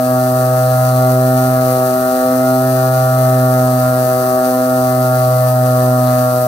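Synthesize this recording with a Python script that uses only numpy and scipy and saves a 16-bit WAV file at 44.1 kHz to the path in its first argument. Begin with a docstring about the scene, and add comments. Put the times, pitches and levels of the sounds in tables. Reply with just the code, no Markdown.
"""On a grass field, a paramotor trike runs at steady high power a few metres away, heard at two ports.
The two-stroke fires about 127 times a second and rings its exhaust pipe: a sum of wavering harmonics.
The belt-driven three-blade propeller chops the air slightly slower, so the two harmonic series beat.
Coloured noise makes the slipstream's rush and the hiss, both pulsing with each firing;
each firing also knocks the metal, whose rattle is an impulse train through a short diffuse ring."""
import sys
import numpy as np
from scipy import signal
from scipy.fft import rfft, irfft
from scipy.io import wavfile

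SR = 44100
rng = np.random.default_rng(int(sys.argv[2]) if len(sys.argv) > 2 else 0)


def put_to_file(sound):
    """Save the sound as 16-bit audio at rate SR, in the file named by the first command-line argument."""
    columns = np.atleast_2d(sound).T  # one column per channel
    safe = np.clip(columns, -1, 1)
    whole_steps = np.round(safe * 32767)
    wavfile.write(sys.argv[1], SR, whole_steps.astype(np.int16))


N = 285327

# engine speed, drifting slightly at a held throttle: (time [s], firing rate [Hz])
ENGINE_SPEED = [(0.0, 126.7), (0.83, 127.2), (1.09, 127.3), (1.37, 128.1), (1.94, 127.4), (2.68, 128.8),
                (3.18, 128.31), (3.83, 126.53), (4.65, 127.4), (5.25, 126.49), (5.93, 125.9), (6.47, 125.1)]


def undb(db):
    """Level as a logarithm of amplitude: 20 dB is a tenfold gain."""
    return 10 ** (np.asarray(db) / 20)


def colour(white, spectrum):
    """Linear filtering: noise of rms 1 takes the left and right spectral densities of a table."""
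    hz, *sides_db = np.transpose(spectrum)
    log_hz = np.log(np.maximum(np.fft.rfftfreq(N, 1 / SR), 1))
    density_db = [np.interp(log_hz, np.log(hz), side) for side in sides_db]
    # white noise of rms 1 spreads its power over SR / 2 hertz
    return irfft(rfft(white) * undb(density_db), N) * np.sqrt(SR / 2)


def walk(rate):
    """Low-passed noise: smooth random motion, about rate new values a second, standard deviation 1."""
    size = 1024
    hz = np.fft.rfftfreq(size, N / SR / size)
    spectrum = rfft(rng.standard_normal(size)) / (1 + (2 * hz / rate) ** 2)
    slow = irfft(spectrum)
    return np.interp(np.linspace(0, size - 1, N), np.arange(size), slow / slow.std())


def causal_phase(db):
    """Minimum phase: in a passive resonator the harmonic levels fix the phases by a Hilbert transform."""
    log_gain = np.log(undb(np.r_[db[0], db]))
    mirrored = np.r_[log_gain, log_gain[-2:0:-1]]
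    return -signal.hilbert(mirrored).imag[1:len(db) + 1]


def crank(wobble=0.0011):
    """Phase is the integral of frequency; uneven combustion pushes it ahead and behind (wobble [turns])."""
    s, hz = np.transpose(ENGINE_SPEED)
    firing_hz = np.interp(np.arange(N) / SR, s, hz)
    return np.cumsum(firing_hz) / SR + wobble * walk(37)


def puffs(turns, depth, lead):
    """Periodic amplitude modulation: a swell once a turn as the exhaust port opens; rms 1, lead [turns]."""
    gate = np.exp(depth * np.cos(2 * np.pi * (turns + lead)))
    return gate / np.sqrt(np.mean(gate ** 2))


def pair_noise(apart_hz, lag_s=0.000296):
    """Spatial coherence: white noise alike in the bass, unrelated well above apart_hz, earlier on the left."""
    hz = np.fft.rfftfreq(N, 1 / SR)
    alike = 1 / (1 + (hz / apart_hz) ** 2)
    mid, side = rfft(rng.standard_normal((2, N)))
    sign = np.array([[1], [-1]])  # left, right
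    ports = mid * np.sqrt((1 + alike) / 2) + sign * side * np.sqrt((1 - alike) / 2)
    return irfft(ports * np.exp(1j * np.pi * sign * hz * lag_s), N)


def slipstream(turns, sway_db=1.0):
    """Turbulence noise: random pressure in the air behind the propeller, shaken by every exhaust puff."""
    # rush of the slipstream: (frequency [Hz], left density [dB per Hz], right density [dB per Hz])
    rush = [(21.7, -82, -79), (86.5, -65, -68.5), (190, -65, -64.5), (325, -68.5, -66.5), (565, -61, -60),
            (750, -54, -57), (890, -67.5, -79), (1146, -58, -64.5), (1430, -63, -62), (1870, -81, -68.5),
            (2220, -84.5, -85.5), (4050, -100, -100)]
    turbulence = pair_noise(apart_hz=1310) * puffs(turns, depth=0.32, lead=0.052)
    return colour(turbulence, rush) * undb(sway_db * walk(3.8))


def hiss(turns, flicker_db=0.6, sway_db=-0.25):
    """Modulated broadband noise: fine hiss of gas and blade tips that surges with each firing."""
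    # hiss of gas and blade tips: (frequency [Hz], left density [dB per Hz], right density [dB per Hz])
    hiss_spectrum = [(1500, -91, -104), (2540, -75.5, -100), (3370, -80.5, -88), (4100, -74.5, -71.5),
                     (5360, -70.5, -90), (6500, -74, -90.5), (7100, -76, -94), (8460, -64, -74.5),
                     (9000, -68.5, -69.5), (11460, -71, -83.5), (12000, -61, -66), (13500, -63.5, -81),
                     (15200, -69.5, -73)]
    level_db = flicker_db * walk(120) + sway_db * walk(4.9)
    strength = puffs(turns, depth=0.11, lead=0.027) * undb(level_db)
    return colour(pair_noise(apart_hz=8300) * strength, hiss_spectrum)


def fin(knocks, hz=4110, left_db=-47, right_db=-51, sway_db=2.93):
    """Damped resonance: one metal mode, struck by the knocks, stands out of the rattle as a rough whine."""
    decay_s = .0017
    pole = np.exp((2j * np.pi * hz - 1 / decay_s) / SR)
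    whine = signal.lfilter([1], [1, -pole], knocks).imag
    level_db = np.array([[left_db], [right_db]]) + sway_db * walk(15)
    return undb(level_db) * whine / whine.std()


def rattle(turns, scatter_db=1.3, jitter_s=.000009, ring_s=0.0038, sway_db=1.5):
    """Impulse response: every firing knocks the same metal, which rings briefly by its own paths to each port."""
    # ring of the cylinder fins and frame:
    # (frequency [Hz], left density [dB per Hz], right density [dB per Hz])
    metal_spectrum = [(1660, -113, -110), (2420, -77.5, -80.5), (2810, -76, -81), (3300, -83.5, -87),
                      (3910, -74.5, -96), (4230, -74, -80), (4800, -69.5, -74), (4970, -78.5, -86),
                      (6420, -70, -78.5), (7020, -79.5, -87), (8400, -74.5, -77), (11900, -68.5, -75)]
    at = np.interp(np.arange(1, int(turns[-1])), turns, np.arange(N))  # firings, in samples
    chance = rng.standard_normal((len(at), 2))
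    at = np.clip(at + jitter_s * SR * chance[:, 0], 0, N - 2)
    force = undb(scatter_db * chance[:, 1])
    # each knock is shared between the two samples nearest its moment
    whole, part = at.astype(int), at % 1
    knocks = np.zeros(N)
    knocks[whole] = force * (1 - part)
    knocks[whole + 1] = force * part
    t = np.arange(SR // 50) / SR
    paths = rfft(rng.standard_normal((2, len(t))) * np.exp(-t / ring_s))
    ring = irfft(paths / np.abs(paths))  # the paths spread the knock in time and leave its colour alone
    metal = signal.fftconvolve(knocks[None], ring, axes=1)[:, :N]
    return colour(metal / metal.std(), metal_spectrum) * undb(sway_db * walk(14)) + fin(knocks)


def propeller(turns, blade_lead=0.576, skew=0.72, gusty=0.039, plume=0.4, plume_lead=0.32,
              bite_db=1.22, unbalance_db=-53):
    """Blade-passing tone: each blade sends a lopsided pressure pulse, swaying with the gusty inflow.

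    Leads [blade passes, turns] and skew [cycles] set phase; bite_db [dB per Hz] sharpens it with speed."""
    # propeller thrust tone: (multiple of the blade rate, level [dB])
    blade_harmonics = [(1, -20), (2, -22), (3, -30.5), (4, -35.5), (5, -58), (6, -44)]
    passes = turns * .99663  # blade passes per firing
    s, hz = np.transpose(ENGINE_SPEED)
    faster_hz = np.interp(np.arange(N) / SR, s, hz - hz.mean())
    # as the blades slip behind the crank, they now and then cut through a fresh puff, which blunts their pulse
    overlap = (np.cos(2 * np.pi * (passes - turns + plume_lead)) + 1) ** 2 / 4
    sharpness = 1 - plume * overlap
    sharpness = sharpness / sharpness.mean()
    tones = 0
    for k, (_, db) in enumerate(blade_harmonics, start=1):
        load = 1 + gusty * k * walk(21)
        if k > 1:
            load = load * sharpness
        gain = undb(db + bite_db * (k - 1) * faster_hz)
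        tones = tones + gain * load * np.cos(2 * np.pi * (k * (passes + blade_lead) + skew))
    # the blades are not quite alike: a faint tone at twice the shaft rate
    shaft = passes / 3
    unbalance = undb(unbalance_db + 2 * walk(2.8)) * np.cos(4 * np.pi * shaft)
    return np.sqrt(2) * (tones + unbalance)


def exhaust(turns, waver_rate=13, port_lag=0.014):
    """Fourier series: firings ring the pipe; turbulent air on the way scatters each harmonic, which wavers."""
    # exhaust note as the pipe and silencer shape it: (multiple of the firing rate,
    # left level [dB], right level [dB], wavering part over steady part [ratio])
    pipe_harmonics = [(1, -21.5, -20, 0.12), (2, -33.5, -28.5, 0.33), (3, -35, -36.5, 0.44),
                      (4, -28, -29, 0.48), (5, -15.5, -16, 0.11), (6, -23, -21.5, 0.14),
                      (7, -36.5, -45, 0.64), (8, -45.5, -39.5, 1.0), (9, -27.5, -33.5, 0.42),
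                      (10, -27.5, -34.5, 0.2), (11, -39.5, -30, 0.6), (12, -43, -46.5, 1.7),
                      (13, -42.5, -49.5, 3), (14, -44, -45, 0.65), (15, -53.5, -49.5, 1.2),
                      (16, -48.5, -54.5, 2.8)]
    orders, left_db, right_db, waver = np.transpose(pipe_harmonics)
    sides_db = np.array([left_db, right_db])
    phases = np.array([causal_phase(db) for db in sides_db])
    gains = np.sqrt(2) * undb(sides_db) * np.exp(1j * phases)
    ports = np.array([[1], [-1]]) * port_lag / 2  # in turns: the left port hears it first
    note = 0
    for i, k in enumerate(orders):
        scattered = (walk(waver_rate) + 1j * walk(waver_rate)) / np.sqrt(2)
        air = (1 + waver[i] * scattered) / np.hypot(1, waver[i])
        tone = air * np.exp(2j * np.pi * k * turns)
        at_ports = gains[:, i:i + 1] * np.exp(2j * np.pi * k * ports)
        note = note + (at_ports * tone).real
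    return note


def scene():
    """Superposition: one crankshaft drives every layer, and their pressures add."""
    turns = crank()
    return slipstream(turns) + hiss(turns) + rattle(turns) + propeller(turns) + exhaust(turns)


def record(dry, ceiling=0.86):
    """Saturation and band limit: the highest peaks are rounded and the top above 15.7 kHz is cut."""
    rounded = dry / (1 + (dry / ceiling) ** 8) ** (1 / 8)
    low_pass = signal.ellip(12, .1, 90, 15700, fs=SR, output="sos")
    return signal.sosfilt(low_pass, rounded)


dry = scene()
out = record(dry)
put_to_file(out)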